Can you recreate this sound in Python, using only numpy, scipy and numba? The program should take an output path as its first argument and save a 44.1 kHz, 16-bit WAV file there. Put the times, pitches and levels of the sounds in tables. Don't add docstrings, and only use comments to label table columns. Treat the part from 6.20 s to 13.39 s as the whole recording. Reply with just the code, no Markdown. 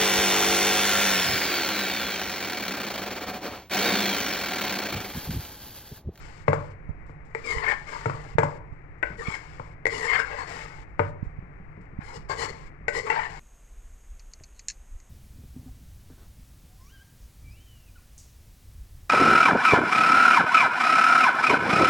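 import sys
import numpy as np
from scipy import signal
from scipy.fft import rfft, irfft
from scipy.io import wavfile
from scipy.ndimage import uniform_filter1d
from numba import njit

SR = 44100
rng = np.random.default_rng(int(sys.argv[2]) if len(sys.argv) > 2 else 0)


def master_out(mix):
    frames = np.transpose(np.atleast_2d(mix))
    ceiling = np.clip(frames, -1, 1)
    pcm = np.round(ceiling * 32767).astype(np.int16)
    wavfile.write(sys.argv[1], SR, pcm)


N = 317298


def from_db(db):
    return 10 ** (np.asarray(db) / 20)


def rms_one(x):
    return x / np.sqrt(np.mean(x ** 2) + 1e-20)


def at_hz(points, hz):
    knots_hz, values = np.transpose(points)
    return np.interp(np.log(np.maximum(hz, 1)), np.log(knots_hz), values)


def drift(per_s):
    knots = rng.standard_normal(N // 8)
    return np.interp(np.arange(N) / SR * per_s, np.arange(len(knots)), knots) * np.sqrt(3 / 2)


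def through(x, response):
    return signal.oaconvolve(x, response)[:len(x)]


def colour(spectrum, size=8192):
    bins_hz = np.arange(size // 2 + 1) * SR / size
    cepstrum = irfft(np.log(from_db(at_hz(spectrum, bins_hz))))
    cepstrum[1:size // 2] *= 2
    cepstrum[size // 2 + 1:] = 0
    return rms_one(irfft(np.exp(rfft(cepstrum)))) / np.sqrt(size)


@njit
def moving_resonance(x, hz, width_hz):
    y, r = np.zeros(len(x)), np.exp(-np.pi * width_hz / SR)
    for i in range(2, len(x)):
        feedback = 2 * r * np.cos(2 * np.pi * hz[i] / SR) * y[i - 1] - r * r * y[i - 2]
        y[i] = (1 - r * r) / 2 * (x[i] - x[i - 2]) + feedback
    return y


def resonance(x, hz, width_hz, passes=1):
    for _ in range(passes):
        x = moving_resonance(x, hz * np.ones(N), width_hz)
    return x


def steady(spectrum):
    return rms_one(through(rng.standard_normal(N + SR), colour(spectrum))[SR:])


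def blows(times, levels_db, spectrum, rattle, rattle_s, pitches=1, size=4096):
    out, t = np.zeros(N + size), np.arange(size) / SR
    for start_s, db, pitch, decay_s in np.broadcast(times, levels_db, pitches, rattle_s):
        force = rattle * rms_one(rng.standard_normal(size) * np.exp(-t / decay_s)) / np.sqrt(size)
        force[0] -= 1
        hit = rms_one(through(force, colour(np.array(spectrum) * [pitch, 1])))
        at = int(start_s * SR)
        out[at:at + size] += from_db(db) * hit * np.sqrt(SR / 100 / size)
    return out[:N]


# frequency in Hz, relative level in dB.
BURNER_TONE = [(100, -10), (300, 10), (550, 7), (750, 7.5), (1100, 8), (1550, 5.5), (2150, 10),
               (2650, -4.5), (3300, -19.5), (4500, -19), (8000, -24), (11000, -41)]
RUMBLE_TONE = [(15, 6.5), (30, -6.5), (50, 8), (75, -7.5), (100, 3.5), (125, -4.5), (155, 4), (210, -25.5),
               (400, -31), (1500, -68.5)]
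def burner():
    return from_db(-50) * steady(BURNER_TONE) + from_db(-47) * steady(RUMBLE_TONE)


# frequency in Hz, time to fall 60 dB in seconds.
KITCHEN_DECAY = [(100, 0.77), (500, 0.57), (1200, 0.48), (2300, 0.28), (5000, 0.42), (12000, 0.2)]
def kitchen_tail(build_s=0.0011):
    t, out = np.arange(SR) / SR, 0
    edges_hz = np.geomspace(50, 16000, 13)
    for low, high in zip(edges_hz, edges_hz[1:]):
        band = signal.butter(2, [low, high], "band", fs=SR, output="sos")
        noise = signal.sosfilt(band, rng.standard_normal(SR))
        t60 = at_hz(KITCHEN_DECAY, np.sqrt(low * high))
        fade = from_db(-60 * t / t60) * (1 - np.exp(-t / build_s))
        out = out + rms_one(noise * fade) * np.sqrt(2 * (high - low)) / SR
    return out


# frequency in Hz, relative level in dB.
HAND_TONE = [(15, 2.5), (55, 6.5), (110, -24.0), (250, -13.5), (1000, -60.0)]
def hand_rumble(swell_db=4.5):
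    grip = rms_one(from_db(swell_db * np.clip(drift(per_s=14), -1.5, 1.5)))
    return [from_db(db) * grip * steady(HAND_TONE) for db in (-51.5, -46.5)]


# centre in seconds, peak in dB, half length in seconds.
FINGER_PRESSES = [(0.694, -21.5, 0.0014), (0.706, -21, 0.0028), (1.371, -21, 0.003), (2.157, -18, 0.0018),
                  (2.527, -27, 0.002), (3.086, -17, 0.0014), (5.03, -17, 0.0014), (5.074, -23, 0.0028),
                  (5.19, -22.5, 0.0018), (5.791, -18.5, 0.0013)]
def finger_bumps():
    t, out = np.arange(N) / SR, np.zeros(N)
    for centre_s, db, half_s in FINGER_PRESSES:
        swing = (t - centre_s) / half_s
        out += from_db(db) * swing * np.exp((1 - np.minimum(swing ** 2, 200)) / 2)
    return out


# frequency in Hz, relative level in dB.
MUFFLE_TONE = [(150, 3), (450, 1), (680, -7), (920, -4.5), (1250, -21), (1650, -21), (2200, -25),
               (5000, -24.5), (8000, -40.5)]
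def covered_port(x):
    response = colour(MUFFLE_TONE)
    return through(x, response / response.sum())


# start in seconds, level in dB.
PAT_HITS = [(2.904, -35), (5.226, -40), (5.4, -41.5), (5.576, -37.5), (5.732, -41.5), (5.974, -39.5),
            (6.308, -38), (6.609, -43)]
# frequency in Hz, relative level in dB.
PAT_TONE = [(60, -15.5), (130, -18), (190, -10.5), (280, -31.5), (420, -23), (1500, -78)]
def soft_pats():
    return blows(*np.transpose(PAT_HITS), PAT_TONE, rattle=1.0, rattle_s=0.039)


# frequency in Hz, relative level in dB.
GRIT_TONE = [(1500, 2), (2800, -7), (3800, -3), (5100, -0.5), (6200, -4.5), (7500, 2), (8600, -11.5),
             (10500, -21.5), (12500, -26.5), (16000, -30)]
# start in seconds, level in dB.
FOOD_TICKS = [(0.865, -59.5), (0.9, -62), (1.052, -58), (1.1, -61), (4.69, -65), (2.525, -65), (2.787, -65),
              (5.041, -60), (5.612, -62)]
def wet_ticks():
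    return blows(*np.transpose(FOOD_TICKS), GRIT_TONE, rattle=3.2, rattle_s=0.046)


# pitch in Hz, level over the plain contact in dB, t60 in seconds.
PAN_MODES = [(93.9, 15, 0.25), (150.1, 10.5, 0.46), (286, -1, 0.47), (448, 6, 0.22), (581.3, 5.5, 0.094),
             (873, 2.5, 0.12), (1075, -2, 0.23), (1650, 6, 0.11), (1805, 5.5, 0.08), (1503, 2, 0.18),
             (1910, -1, 0.24), (2202, 6, 0.022), (2720, 2.5, 0.063), (3220, 0, 0.08)]
def pan_response():
    t = np.arange(SR) / SR
    response = signal.unit_impulse(SR)
    for hz, db, t60 in PAN_MODES:
        damping = np.log(1000) / t60
        mode = np.exp(-damping * t) * np.cos(2 * np.pi * hz * t)
        response += (from_db(db) - 1) * 2 * damping / SR * mode
    return response


# frequency in Hz, relative level in dB.
CLACK_TONE = [(100, -25), (230, -19), (360, -3), (480, 2), (720, -4), (950, 2.5), (1300, -2.5), (1750, -12),
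              (2150, -13.5), (2600, -22), (3500, -34), (8000, -88.5)]
THUD_TONE = [(40, -14), (80, -1), (115, 8.5), (165, -3.5), (220, -3), (400, -17), (1500, -110)]
# start in seconds, drive of clack, boom, thud and crack in dB,
# pitch of the thud as a ratio, pitch of the boom in Hz.
GRATE_KNOCKS = [(0.2805, -14.5, -15, -21, -45, 1.24, 630), (0.331, -16.5, -23.5, -35, -43, 1.3, 550),
                (0.691, -62, -41.5, -43, -66.5, 0.63, 650), (0.895, -45, -62, -43.5, -75, 1.22, 520),
                (1.858, -20.5, -29, -26, -44, 1.15, 600), (1.897, -27, -20.5, -41, -50, 1.25, 1190),
                (1.951, -43, -36, -49, -60, 1.7, 520), (2.1838, -11, -20, -25, -36, 1.21, 503),
                (2.232, -19.5, -14.5, -28.5, -40.5, 1.25, 877), (3.397, -35, -28.5, -39.5, -61, 1.17, 1000),
                (4.794, -15.5, -21, -28.5, -55, 0.9, 616), (4.8005, -26, -30, -34, -54, .87, 1340)]
def pan_knocks(pan):
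    start_s, clack_db, boom_db, thud_db, crack_db, thud_pitch, boom_hz = np.transpose(GRATE_KNOCKS)
    clack = blows(start_s, clack_db, CLACK_TONE, rattle=1.0, rattle_s=0.0066)
    boom = np.zeros(N)
    for at_s, db, hz in zip(start_s, boom_db, boom_hz):
        drive = blows(at_s + 0.00191, db, CLACK_TONE, rattle=0.36, rattle_s=0.042)
        boom += from_db(0.5) * resonance(drive, hz, width_hz=240)
    thud = blows(start_s + 0.0037, thud_db, THUD_TONE, rattle=0.58, rattle_s=0.034, pitches=thud_pitch)
    crack = blows(start_s, crack_db, GRIT_TONE, rattle=7.7, rattle_s=0.012)
    return through(clack + boom + thud + crack, pan)


# frequency in Hz, relative level in dB.
CLINK_TONE = [(150, -35), (450, -22), (1250, -29), (1530, -8.5), (1720, -22), (1970, -0.5), (2280, -13),
              (2600, -20), (3200, -41.5), (8000, -76)]
# start in seconds, drive of ring, dull body and tick in dB, # decay of the ring's rattle in seconds,
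# note of the struck spot in Hz, its level in dB.
WALL_CLINKS = [(0.282, -22, -19.5, -52, 0.00031, 2280, -34), (1.149, -27.5, -23, -47, 0.0027, 2350, -29.5),
               (1.522, -46, -50, -58, 0.004, 830, -22), (2.1854, -22, -48, -51, 0.0026, 1010, -36),
               (2.828, -20, -40, -52, 0.0033, 2234, -24), (2.831, -22, -40, -58, 0.0035, 1503, -16.5),
               (2.834, -27.5, -26.5, -63, 0.0042, 1013, -24),
               (3.655, -18, -24, -38.5, 0.00053, 2120, -17.5), (3.667, -20, -22, -34, 0.0041, 2030, -37),
               (3.899, -40, -53, -47, 0.0046, 2116, -10), (3.998, -45, -38.5, -57, 0.0027, 1537, -11),
               (4.795, -27.5, -16, -68, 0.0037, 1630, -28), (6.097, -45, -23.5, -41, 0.045, 1230, -47),
               (6.6817, -19.5, -20.5, -35.5, 0.0066, 1516, -15.5),
               (6.901, -20.5, -45, -39, 0.0074, 2720, -23), (6.902, -23.5, -41, -49, 0.0015, 868, -13)]
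def spoon_clinks(pan, spot_t60_s=0.056, linger_db=-16, linger_t60_s=0.085):
    start_s, ring_db, body_db, tick_db, rattle_s, spot_hz, spot_db = np.transpose(WALL_CLINKS)
    ring = blows(start_s, ring_db, CLINK_TONE, rattle=1.5, rattle_s=rattle_s)
    clack = blows(start_s, body_db, CLACK_TONE, rattle=1.0, rattle_s=2 * rattle_s)
    body = resonance(clack, hz=420, width_hz=400)
    tick = blows(start_s, tick_db, GRIT_TONE, rattle=2.4, rattle_s=2 * rattle_s)
    notes, t = np.zeros(N + SR), np.arange(SR) / SR
    attack = 1 - np.exp(-t / 0.001)
    fade = from_db(-60 * t / spot_t60_s) + from_db(linger_db - 60 * t / linger_t60_s)
    for at, hz, db in zip((start_s * SR).astype(int), spot_hz, spot_db):
        notes[at:at + SR] += from_db(db) * attack * fade * np.sin(2 * np.pi * (hz * t + rng.random()))
    return through(ring + body + tick, pan) + notes[:N]


def slips(per_s, spread_db, chatter_db, chatter_per_s):
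    sizes = from_db(spread_db * np.minimum(rng.exponential(1, N), 4)) * rng.choice([-1, 1], N)
    clicks = sizes * (rng.random(N) < per_s / SR)
    return clicks * from_db(chatter_db * np.clip(drift(chatter_per_s), -2, 2))


def travelling(x, lag_s, share, wander):
    now, out = np.arange(N), x
    for k in range(3):
        lag = lag_s * (k + 1) * SR * np.exp(wander * drift(per_s=7))
        out = out + share * (-1) ** k * np.interp(now - lag, now, x)
    return rms_one(out)


def evened(x, span_s=0.075):
    return x / np.sqrt(np.maximum(uniform_filter1d(x * x, int(span_s * SR)), 1e-9))


def on_edge(x, low_cut_hz=1050):
    return signal.sosfilt(signal.butter(2, low_cut_hz, "high", fs=SR, output="sos"), x)


def stroke(start_s, length_s, attack_s, release_s, fade_db_per_s=0):
    t = np.arange(N) / SR - start_s
    gate = np.clip(t / attack_s, 0, 1) * np.clip(1 - (t - length_s) / release_s, 0, 1)
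    return gate * from_db(-fade_db_per_s * np.clip(t, 0, length_s))


# pitch in Hz, width in Hz, mean level in dB.
STEEL_MODES = [(2920, 130, 1), (4390, 220, -2), (5140, 110, -0.5), (9650, 240, 1.5)]
def steel_ringing(grit, wander=0.016, swell_db=7, changes_per_s=19):
    out = np.zeros(N)
    for hz, width_hz, db in STEEL_MODES:
        centre_hz = hz * np.exp(wander * drift(changes_per_s))
        gain = from_db(db + swell_db * np.clip(drift(changes_per_s), -1.5, 1.5))
        out += gain * resonance(grit, centre_hz, width_hz)
    return out


def wet_grit():
    grains = slips(per_s=3200, spread_db=2.0, chatter_db=1.05, chatter_per_s=120)
    return travelling(through(grains, colour(GRIT_TONE)), lag_s=0.00095, share=0.73, wander=0.1425)


# frequency in Hz, relative level in dB.
FOOD_TONE = [(2500, 4.5), (3700, -1.5), (5000, 1.5), (6300, -3.5), (7500, 0), (9000, -14.5), (12500, -27)]
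def food_crackle():
    clumps = slips(per_s=2200, spread_db=1.5, chatter_db=-0.2, chatter_per_s=130)
    return rms_one(through(clumps, colour(FOOD_TONE)))


# frequency in Hz, relative level in dB.
WALL_TONE = [(100, -41.5), (280, 9), (450, 7), (650, 2.5), (950, 6), (1300, -3.5), (1650, 0), (2200, -5),
             (2500, -8), (3300, -22.5), (5000, -22), (9000, -57)]
def wall_grind(ring_hz, ring_db):
    friction = slips(per_s=4900, spread_db=1.0, chatter_db=1.5, chatter_per_s=130)
    wall = through(friction, colour(WALL_TONE))
    wall = wall + from_db(ring_db) * resonance(wall, ring_hz, width_hz=163)
    return evened(travelling(on_edge(wall), lag_s=0.001581, share=0.59, wander=0.1287))


# multiple of the main pitch, half width per pass in Hz, relative level in dB.
BOWL_MODES = [(0.519, 126, -5.5), (1, 88.4, 0.5), (1.48, 158, -18.5), (2.13, 123, -28)]
def bowl_rasp(friction, main_hz):
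    return rms_one(sum(from_db(db) * resonance(friction, ratio * main_hz, 2 * half_width_hz, passes=2)
                       for ratio, half_width_hz, db in BOWL_MODES))


# start and length
# in seconds, levels of rasp, floor groan and grit in dB, first and last pitch in Hz.
BOWL_SLIDES = [(1.234, 0.04, -32.5, -38, -40, 2330, 2230), (1.266, 0.061, -28, -42, -36, 2210, 2050),
               (1.323, 0.084, -30, -38.5, -45, 2010, 1940), (2.963, 0.049, -38.5, -40, -49.5, 2000, 1820),
               (3.047, 0.072, -35, -47, -48, 2210, 2120), (3.689, 0.1, -32.5, -37.5, -39.5, 2080, 1976),
               (3.798, 0.072, -29, -34.5, -46.5, 2000, 1875), (3.875, 0.033, -21.5, -36, -50, 2140, 2066),
               (5.825, 0.079, -46.5, -60, -53, 2100, 2110), (5.918, 0.042, -50, -44, -47, 2070, 2010),
               (6.13, 0.054, -45, -49, -51, 2090, 2000), (6.166, 0.071, -32, -39, -35, 2010, 1960),
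               (6.275, 0.0082, -28.5, -28, -32.5, 2120, 2030),
               (6.719, 0.069, -27.5, -32, -36.5, 2020, 1983), (6.816, 0.1, -43.5, -36, -47, 2100, 2110)]
# start and length in seconds, levels of grind, edge rasp
# and grit in dB, pitch of the wall's ring in Hz, its boost in dB.
EDGE_GRINDS = [(1.423, 0.058, -25, -29.5, -47.5, 1550, 6), (1.474, 0.042, -23, -26, -41.5, 1960, 16),
               (1.711, 0.053, -37, -66, -60, 980, 19), (3.006, 0.14, -39.5, -45.5, -47.5, 1200, 12),
               (3.131, 0.022, -36, -35, -43.5, 1840, 8), (3.798, 0.11, -41, -36, -40, 1170, 15),
               (3.92, 0.038, -21, -20, -40.5, 1700, 16.5), (3.976, 0.021, -19.5, -41, -41, 1470, 8),
               (4.007, 0.07, -35.5, -59, -53, 1506, 8), (4.165, 0.07, -33.5, -45.5, -48, 950, 14.5),
               (5.797, 0.035, -41.5, -72, -67, 1600, -1), (5.859, 0.102, -43.5, -82, -56, 975, 25),
               (6.085, 0.041, -27.5, -44, -40.5, 1150, 11), (6.201, 0.048, -30, -65, -39.5, 940, 3),
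               (6.856, 0.013, -28.5, -67, -59, 980, 11), (6.887, 0.11, -25, -36, -48.5, 980, 5.5),
               (6.991, 0.067, -35, -31, -49, 1070, 14)]
# start and length in seconds,
# levels of grind and sticky crackle in dB.
FOOD_PLOUGHS = [(-0.03, 0.26, -48.5, -49.5), (0.252, 0.27, -49.5, -54), (1.134, 0.15, -47, -53),
                (1.513, 0.14, -53, -51), (1.655, 0.48, -35.5, -42.5), (2.208, 0.16, -49, -54.5),
                (2.821, 0.13, -45, -57), (3.113, 0.42, -46, -50.5), (4.071, 0.15, -32.5, -46.5),
                (4.255, 0.19, -35, -39.5), (4.425, 0.2, -43.5, -51.5), (4.778, 0.12, -53, -56),
                (6.279, 0.2, -48, -53), (7.063, 0.16, -40.5, -47.5)]
def stirring_gesture():
    t = np.arange(N) / SR
    rasp, edge, grind, groan, grit, food = np.zeros((6, N))
    bowl_hz = 2043 * np.exp(0.045 * drift(per_s=14))
    ring_hz = 1083 * np.exp(0.26 * drift(per_s=31))
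    ring_db = np.full(N, 4.5)
    for start_s, length_s, rasp_db, groan_db, grit_db, first_hz, last_hz in BOWL_SLIDES:
        push = stroke(start_s, length_s, attack_s=0.034, release_s=0.032)
        rasp += (push * from_db(rasp_db)) ** 2
        groan += (push * from_db(groan_db)) ** 2
        grind += (push * from_db(rasp_db - 21)) ** 2
        grit += (push * from_db(grit_db)) ** 2
        glide_hz = np.interp(t, [start_s, start_s + length_s], [first_hz, last_hz])
        bowl_hz = np.where(push > 0, glide_hz, bowl_hz)
    for start_s, length_s, grind_db, edge_db, grit_db, hz, boost_db in EDGE_GRINDS:
        push = stroke(start_s, length_s, attack_s=0.016, release_s=0.034)
        edge += (push * from_db(edge_db)) ** 2
        grind += (push * from_db(grind_db)) ** 2
        grit += (push * from_db(grit_db)) ** 2
        ring_hz += push * (hz - ring_hz)
        ring_db += push * (boost_db - ring_db)
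    for start_s, length_s, grind_db, food_db in FOOD_PLOUGHS:
        push = stroke(start_s, length_s, attack_s=0.041, release_s=0.026, fade_db_per_s=30)
        rasp += (push * from_db(grind_db - 5)) ** 2
        grind += (push * from_db(grind_db)) ** 2
        groan += (push * from_db(grind_db - 14.5)) ** 2
        food += (push * from_db(food_db)) ** 2
    return np.sqrt([rasp, edge, grind, groan, grit, food]), bowl_hz, ring_hz, ring_db


def spoon_scrapes(pan):
    gains, bowl_hz, ring_hz, ring_db = stirring_gesture()
    rasp_gain, edge_gain, grind_gain, groan_gain, grit_gain, food_gain = gains
    wavering_hz = bowl_hz * (1 + 0.018 * drift(per_s=70))
    friction = slips(per_s=5000, spread_db=0, chatter_db=2.5, chatter_per_s=370)
    bowl = bowl_rasp(friction, wavering_hz)
    rasp = rasp_gain * evened(bowl) + edge_gain * evened(on_edge(bowl))
    floor_groan = groan_gain * evened(resonance(friction, hz=457, width_hz=74, passes=2))
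    grind = grind_gain * wall_grind(ring_hz, ring_db)
    judder = rms_one(from_db(0.5 * drift(per_s=260)))
    grit = grit_gain * wet_grit()
    food = food_gain * food_crackle()
    steel = steel_ringing(grit + from_db(-9) * food)
    return through(judder * (rasp + grind) + grit + steel + food, pan) + floor_groan


def scene():
    pan = pan_response()
    scrapes, knocks, clinks = spoon_scrapes(pan), pan_knocks(pan), spoon_clinks(pan)
    contacts = scrapes + knocks + clinks
    near = contacts + soft_pats() + wet_ticks() + burner()
    ring_out = through(from_db(-11.5) * scrapes + from_db(-9.5) * (knocks + clinks), kitchen_tail())
    left = near + ring_out + from_db(-12) * through(contacts, kitchen_tail())
    right = near + ring_out + from_db(-9) * through(contacts, kitchen_tail())
    hand_left, hand_right = hand_rumble()
    ports = np.array([left + hand_left, covered_port(right) + finger_bumps() + hand_right])
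    return ports + from_db(-97) * rng.standard_normal((2, N))


def suppress_hiss(x, edge_hz=2900, threshold_db=-63, depth_db=-9):
    treble = signal.sosfiltfilt(signal.butter(4, edge_hz, "high", fs=SR, output="sos"), x)
    power = uniform_filter1d(treble[0] ** 2, SR // 100)
    level_db = 10 * np.log10(np.maximum(power, 1e-14))
    gain = from_db(np.clip(level_db - threshold_db, depth_db, 0))
    return x + treble * (gain - 1)


def record(dry):
    top_cut = signal.ellip(10, 0.1, 80, 15650, fs=SR, output="sos")
    return signal.sosfilt(top_cut, np.tanh(suppress_hiss(dry)))


dry = scene()
out = record(dry)
master_out(out)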